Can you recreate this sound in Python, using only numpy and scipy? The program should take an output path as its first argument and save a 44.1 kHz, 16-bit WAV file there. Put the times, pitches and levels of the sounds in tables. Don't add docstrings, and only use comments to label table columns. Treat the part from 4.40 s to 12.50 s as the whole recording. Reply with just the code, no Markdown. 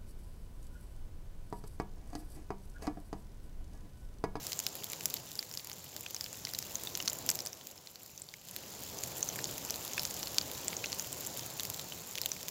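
import sys
import numpy as np
from scipy import signal
from scipy.fft import rfft, irfft, next_fast_len
from scipy.io import wavfile
from scipy.ndimage import uniform_filter1d

SR = 44100
rng = np.random.default_rng(int(sys.argv[2]) if len(sys.argv) > 2 else 0)


def dump(signal):
    limited = np.clip(np.atleast_2d(signal).T, -1, 1)
    pcm = np.round(limited * 32767).astype(np.int16)
    wavfile.write(sys.argv[1], SR, pcm)


N = 357210


def amp(db):
    return 10 ** (np.asarray(db) / 20)


def unit(x):
    return x / np.sqrt(np.mean(x ** 2) + 1e-20)


def along(points, hz):
    f_hz, level_db = np.transpose(points)
    return amp(np.interp(np.log(hz + 1), np.log(f_hz + 1), level_db))


def filtered(x, response):
    size = next_fast_len(N + SR // 2)
    gain = response(np.fft.rfftfreq(size, 1 / SR))
    return irfft(rfft(x, size) * gain, size)[..., :N]


def causal(points, size=1024):
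    cepstrum = irfft(np.log(along(points, np.fft.rfftfreq(size, 1 / SR))))
    cepstrum[1:size // 2] *= 2
    cepstrum[size // 2 + 1:] = 0
    pulse = irfft(np.exp(rfft(cepstrum)))[:size // 2]
    return pulse / np.abs(signal.hilbert(pulse)).max()


def patchy(patchy_db):
    z = signal.stft(rng.standard_normal(N + 512), nperseg=512)[2]
    field = rng.standard_normal(z.shape)
    field = uniform_filter1d(field, size=8, axis=0)
    field = uniform_filter1d(field, size=10, axis=1)
    return signal.istft(z * amp(patchy_db * unit(field)), nperseg=512)[1][:N]


def laid(start_s, shapes):
    at = np.round(start_s * SR).astype(int)[:, None] + np.arange(shapes.shape[1])
    return np.bincount(at.ravel(), shapes.ravel(), N + SR)[:N]


# (f/Hz, relative level/dB)
THUD_COLOUR = [(400, -92.5), (1100, -2), (2200, -1), (4000, 9), (6500, 10.5), (8500, -105)]
# (f/Hz, relative level/dB)
SPIT_COLOUR = [(2500, -6), (5000, -14.5), (7300, 15.5), (8500, -1.5), (10000, 5), (12000, 9), (15500, 9.5),
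               (16100, -73), (16800, -8)]


def bursts(start_s, ring_db, hz, thud_db, spit_db):
    t = np.arange(SR // 50) / SR
    chance = rng.standard_normal((len(start_s), len(t) + 1))
    noise = chance[:, 1:]

    cycles = hz[:, None] * t
    wet = 1 / (1 + amp(spit_db - ring_db + 14.5))[:, None]
    crest_cycles = (0.93 + 4.08 * wet) * amp(2.0 * chance[:, :1])
    bloom = cycles / crest_cycles * np.exp(1 - cycles / crest_cycles)
    wobble = 0.22 * np.cumsum(noise, axis=1)
    phase = 2 * np.pi * cycles * (1 + 12 * t) + wobble
    overtone = 0.24 * np.sin(2 * phase) * (hz[:, None] < 4200)
    tone = np.sin(phase) + overtone

    tear = amp(-60 * t / 0.0013)
    spray = amp(-9 + 3 * chance[:, -1:] - 60 * t / 0.01)
    snap = noise * (tear + spray)
    snap[:, 0] = 5
    snap = snap / np.linalg.norm(snap, axis=1, keepdims=True)

    ring = laid(start_s, amp(ring_db)[:, None] * bloom * tone)
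    thud = signal.fftconvolve(laid(start_s, amp(thud_db)[:, None] * snap), causal(THUD_COLOUR))
    spit = signal.fftconvolve(laid(start_s, amp(spit_db)[:, None] * snap), causal(SPIT_COLOUR))
    return ring + (thud + spit)[:N]


# (delay/s, level/dB)
RIM_ECHOES = [(.0009, -38), (.002, -22.5), (.0033, -18), (.005, -20.5)]


def pan(x):
    echoes = [amp(db) * np.pad(x, (round(delay_s * SR), 0))[:N] for delay_s, db in RIM_ECHOES]
    return x + sum(echoes)


# (t/s, ring level/dB, ring onset f/Hz, thud level/dB, spit level/dB)
LOUD_BUBBLES = [(0.0678, -26, 5300, -34, -19.5), (0.1207, -35, 2860, -25, -27),
                (0.1309, -27, 4930, -24, -21), (0.1911, -18, 6800, -31, -21), (0.201, -24, 6590, -37, -20),
                (0.2661, -16.5, 4720, -20, -19), (0.3538, -35, 7000, -39, -20),
                (0.4367, -35.5, 2950, -30, -40), (0.4429, -31, 4520, -46, -19.5),
                (0.5003, -30.5, 7140, -32, -26), (0.5191, -40, 6780, -40, -22.5),
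                (0.533, -33.5, 2100, -27, -23.5), (0.6084, -33.5, 2880, -29, -25),
                (0.6569, -16.5, 6030, -38, -9.5), (0.701, -28, 7260, -34, -22),
                (0.7059, -36, 4000, -28, -39), (0.7409, -33, 3960, -23.5, -15.5),
                (0.7654, -34, 4840, -25, -43), (0.7692, -28.5, 4900, -36, -42),
                (0.9167, -42, 5280, -32, -29), (0.9546, -32, 5000, -43, -27),
                (0.991, -21.5, 4510, -43, -33), (1.0274, -36, 2110, -28, -31),
                (1.1133, -31.5, 5500, -41, -34), (1.1391, -29, 6030, -29, -32),
                (1.146, -43, 5400, -39, -31), (1.1514, -42, 4630, -41, -24),
                (1.1738, -29, 4200, -25.5, -29), (1.1956, -35.5, 4400, -34, -49),
                (1.2466, -42, 5280, -42, -25), (1.272, -39, 4970, -30.5, -29), (1.298, -36, 4000, -32, -27),
                (1.3153, -38, 4000, -29, -39), (1.3306, -32, 7000, -45, -44), (1.443, -42, 6630, -42, -28),
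                (1.5646, -38.5, 1740, -29.5, -24), (1.6087, -59, 3250, -50, -26),
                (1.6622, -32, 2730, -33, -53), (1.7078, -39, 5060, -37, -26), (1.7461, -24, 6370, -36, -32),
                (1.7645, -29.5, 5000, -45, -50), (1.8098, -21, 4860, -27, -26.5),
                (1.842, -26.5, 4860, -31, -29), (1.8622, -35, 3270, -30, -36),
                (1.9293, -29.5, 7260, -40, -31), (2.051, -26, 4230, -23, -29),
                (2.0706, -36.5, 1810, -30, -42), (2.0903, -30.5, 4460, -28, -41),
                (2.1363, -27, 5000, -33, -22), (2.1485, -29.5, 3880, -27, -34),
                (2.1882, -28, 5200, -25.5, -15.5), (2.2259, -27, 6600, -29.5, -31),
                (2.3549, -21, 6600, -45, -41), (2.4358, -25, 7170, -42, -24), (2.451, -46, 4910, -47, -25),
                (2.4717, -27.5, 3330, -28, -48), (2.5521, -22.5, 6300, -24, -29),
                (2.5744, -34, 4000, -34, -19.5), (2.6018, -28.5, 2820, -21, -45),
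                (2.6254, -28, 6070, -30, -25), (2.6582, -29, 5770, -31, -33), (2.6772, -17, 3900, -14, -21),
                (2.6809, -39, 4100, -15, -24), (2.6985, -23.5, 6830, -31, -45),
                (2.7035, -33, 5060, -33, -27), (2.7319, -38, 6860, -45, -18), (2.7873, -50, 2820, -43, -24),
                (2.8637, -41, 5450, -38, -24), (2.8904, -16.5, 5500, -20, -13),
                (2.893, -18, 5300, -38, -20), (2.8987, -37, 2840, -25, -19), (2.902, -13, 7300, -32, -19),
                (2.914, -20, 7100, -27, -21), (2.9502, -25.5, 7400, -36, -34), (2.955, -40, 7300, -29, -20),
                (2.9899, -24.5, 5220, -39, -31), (3.0042, -27.5, 5440, -34, -39),
                (3.0527, -31, 7300, -37, -51), (3.0621, -25.5, 4800, -30, -21.5),
                (3.0706, -27, 5900, -44, -40), (3.1305, -30, 5670, -32, -36), (3.2115, -43, 3500, -38, -46),
                (3.2708, -37, 5040, -36, -27), (3.3135, -35, 7240, -47, -34),
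                (3.378, -38.5, 5300, -47, -54), (3.4722, -39, 4100, -34, -46),
                (3.5572, -34, 4500, -34, -36), (3.633, -53, 4870, -50, -32), (3.662, -38, 5530, -46, -32),
                (3.7773, -31, 6010, -45, -39), (3.798, -44, 6400, -52, -32),
                (3.8187, -30.5, 7400, -43, -51), (3.888, -37.5, 4500, -47, -54),
                (3.939, -37, 2120, -34, -35), (4.0865, -44, 3880, -38, -29.5),
                (4.0934, -38, 4950, -41, -39), (4.1121, -58, 3750, -50, -27),
                (4.1635, -28, 4900, -37, -18.5), (4.424, -47, 3190, -42, -28),
                (4.4363, -45, 5060, -43, -25), (4.5874, -29, 5900, -41, -46),
                (4.6364, -19.5, 7200, -29, -26), (4.7821, -39, 4970, -32, -24),
                (4.8069, -36, 6240, -33, -25), (4.8282, -16.5, 6460, -44, -35),
                (4.889, -21.5, 6100, -44, -46), (4.9588, -37, 2080, -38, -23), (4.964, -52, 3360, -47, -25),
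                (4.989, -31.5, 2110, -25.5, -34), (5.0423, -19.5, 6700, -26, -27),
                (5.0546, -30, 4930, -38, -43), (5.112, -51, 4480, -39, -24), (5.1807, -41, 2540, -28, -24),
                (5.2504, -45, 2910, -37, -24), (5.2993, -37, 3150, -26, -33),
                (5.3067, -20, 5230, -24, -17.5), (5.3415, -27, 4500, -30, -30),
                (5.3591, -37, 4010, -33, -24), (5.4421, -44, 5100, -39, -33), (5.4508, -44, 4500, -45, -26),
                (5.4784, -39, 3860, -30, -24.5), (5.5341, -24.5, 6840, -36, -31),
                (5.5788, -24.5, 2360, -23, -33), (5.5948, -20.5, 5250, -21, -25),
                (5.619, -37, 5120, -38, -26), (5.626, -30, 6800, -32, -30), (5.633, -26, 5660, -31, -17.5),
                (5.652, -23, 5000, -20, -21), (5.7096, -26, 7060, -33, -28), (5.742, -28, 6700, -37, -26),
                (5.766, -50, 2520, -38, -26), (5.83, -25.5, 5570, -22, -31), (5.8716, -29, 4080, -36, -46),
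                (5.9454, -31, 5160, -29, -27), (5.9834, -14.5, 4240, -11, -16.5),
                (6.0127, -26.5, 4670, -26, -42), (6.1152, -38, 3550, -38, -24),
                (6.2817, -16.5, 7100, -22.5, -24), (6.33, -31, 2200, -30, -32),
                (6.3672, -25, 6520, -37, -45), (6.4403, -28.5, 2380, -24.5, -51),
                (6.459, -28, 6300, -25, -44), (6.52, -26, 5040, -33, -34), (6.5285, -22.5, 4500, -28, -31),
                (6.547, -26, 7350, -35, -26), (6.5964, -19, 6300, -44, -24), (6.623, -56.5, 2280, -44, -26),
                (6.7282, -25, 7240, -29.5, -24), (6.8078, -47, 4870, -41, -25),
                (6.8495, -31, 5210, -34, -26), (6.8655, -34, 6240, -42, -22),
                (6.872, -34, 5990, -42, -21.5), (6.9742, -41, 3490, -44, -22), (6.994, -32, 5500, -28, -30),
                (7.063, -52, 3770, -41, -24), (7.1971, -28.5, 3740, -22, -24),
                (7.2058, -31, 3190, -33, -25), (7.2334, -44, 3490, -32, -20), (7.252, -26, 5400, -31, -16),
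                (7.301, -22.5, 7150, -26, -18), (7.344, -44, 3500, -24.5, -27),
                (7.3954, -29.5, 4170, -26, -29), (7.5215, -33.5, 2770, -40, -45),
                (7.7546, -32, 3150, -26, -26), (7.777, -34.5, 3060, -27, -47),
                (7.7829, -27, 3170, -25, -24), (7.8157, -20, 5160, -33, -18), (7.8355, -31, 4040, -31, -33),
                (7.8596, -29, 3270, -18, -12), (7.9172, -20, 5650, -48, -38), (8.03, -34, 6540, -28, -28),
                (8.0835, -37, 4800, -20.5, -20.5), (8.0888, -31, 5030, -33, -25)]


def loud_bursts():
    return pan(bursts(*np.transpose(LOUD_BUBBLES)))


THUD_DB, THUD_REF_HZ, THUD_DB_PER_OCTAVE = -4, 4850, 1
THUD_SCATTER_DB = 3
THUD_OF_SPIT_DB = -8.5


def thud_of(ring_db, hz, burst_level_db):
    deep_db = ring_db + THUD_DB + THUD_DB_PER_OCTAVE * np.log2(hz / THUD_REF_HZ)
    thud_db = np.maximum(deep_db, burst_level_db + THUD_OF_SPIT_DB)
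    return thud_db + THUD_SCATTER_DB * rng.standard_normal(len(hz))


SMALL_COUNT = 1300
SMALL_DB, SMALL_TAIL_DB, SMALL_CAP = 2.5, 4.5, 0.71
SMALL_LOW_HZ, SMALL_HZ_RATIO = 2560, 3.88
DRY_DB = 10.5


def small_bursts(fizz_db):
    when, strength, pitch, dryness = rng.random((SMALL_COUNT, 4)).T
    start_s = when * N / SR
    level_db = fizz_db[(start_s * SR).astype(int)] + SMALL_DB
    level_db = level_db - SMALL_TAIL_DB * np.log(1 - SMALL_CAP * strength)
    ring_db = level_db - DRY_DB * dryness
    spit_db = level_db + DRY_DB * dryness
    hz = SMALL_LOW_HZ * SMALL_HZ_RATIO ** pitch
    thud_db = thud_of(ring_db, hz, level_db)
    return pan(bursts(start_s, ring_db, hz, thud_db, spit_db))


# (f/Hz, relative level/dB)
FIZZ_COLOUR = [(400, -68), (1000, -10.5), (2000, -8), (4000, -3), (6400, 0), (7300, 1.5), (7800, -7),
               (8500, -13.5), (10000, -10.5), (12000, -8), (16000, -6)]


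def fizz(fizz_db):
    grit = 1 + 0.24 * rng.exponential(size=N // 64 + 1).repeat(64)[:N]
    noise = unit(filtered(grit * patchy(patchy_db=1.28), lambda hz: along(FIZZ_COLOUR, hz)))
    return amp(fizz_db - 1.82) * noise


FIZZ_TOP_HZ = 15850


def frying(fizz_db):
    bed = filtered(small_bursts(fizz_db) + fizz(fizz_db), lambda hz: hz < FIZZ_TOP_HZ)
    return loud_bursts() + bed


# (f/Hz, relative level/dB)
RUMBLE_COLOUR = [(25, -66), (42, -8.5), (80, 4), (118, 7), (200, 2.5), (330, -24), (700, -88)]
# (f/Hz, relative level/dB)
RUSH_COLOUR = [(130, -18), (250, -2.5), (530, -1.5), (950, -5.5), (1200, -11.5), (1800, -17.5), (3000, -22),
               (6000, -100)]


def flames(rumble_db, rush_db):
    rumble = unit(filtered(patchy(patchy_db=1.04), lambda hz: along(RUMBLE_COLOUR, hz)))
    rush = unit(filtered(patchy(patchy_db=1.18), lambda hz: along(RUSH_COLOUR, hz)))
    return amp(rumble_db) * rumble + amp(rush_db) * rush


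RUMBLE_DB = -10
# (t/s, reference level of small bursts, fizz and rumble/dB, flame rush level/dB)
DRIFT_LEVELS = [(0, -44.5, -54), (0.4, -48.5, -55), (0.65, -47.5, -54.5), (1.05, -51, -60), (1.6, -51, -59),
                (2.4, -46.5, -55.5), (2.8, -47, -50.5), (3.03, -48.5, -53.5), (3.15, -53.5, -58.5),
                (3.45, -56, -63), (4.03, -55.5, -64), (4.15, -49.5, -57), (4.7, -45, -50.5),
                (5.7, -44, -50), (6.3, -44.5, -50.5), (6.75, -45, -51), (7.2, -45.5, -52.5),
                (7.5, -46.5, -54.5), (8.1, -47.5, -55)]


def scene():
    point_s, *levels = np.transpose(DRIFT_LEVELS)
    t = np.arange(N) / SR
    fizz_db, rush_db = [np.interp(t, point_s, level_db) for level_db in levels]
    return (frying(fizz_db) + flames(fizz_db + RUMBLE_DB, rush_db))[None]


TOP_HZ = 16800


def record(dry):
    return filtered(dry, lambda hz: hz < TOP_HZ)


dry = scene()
out = record(dry)
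dump(out)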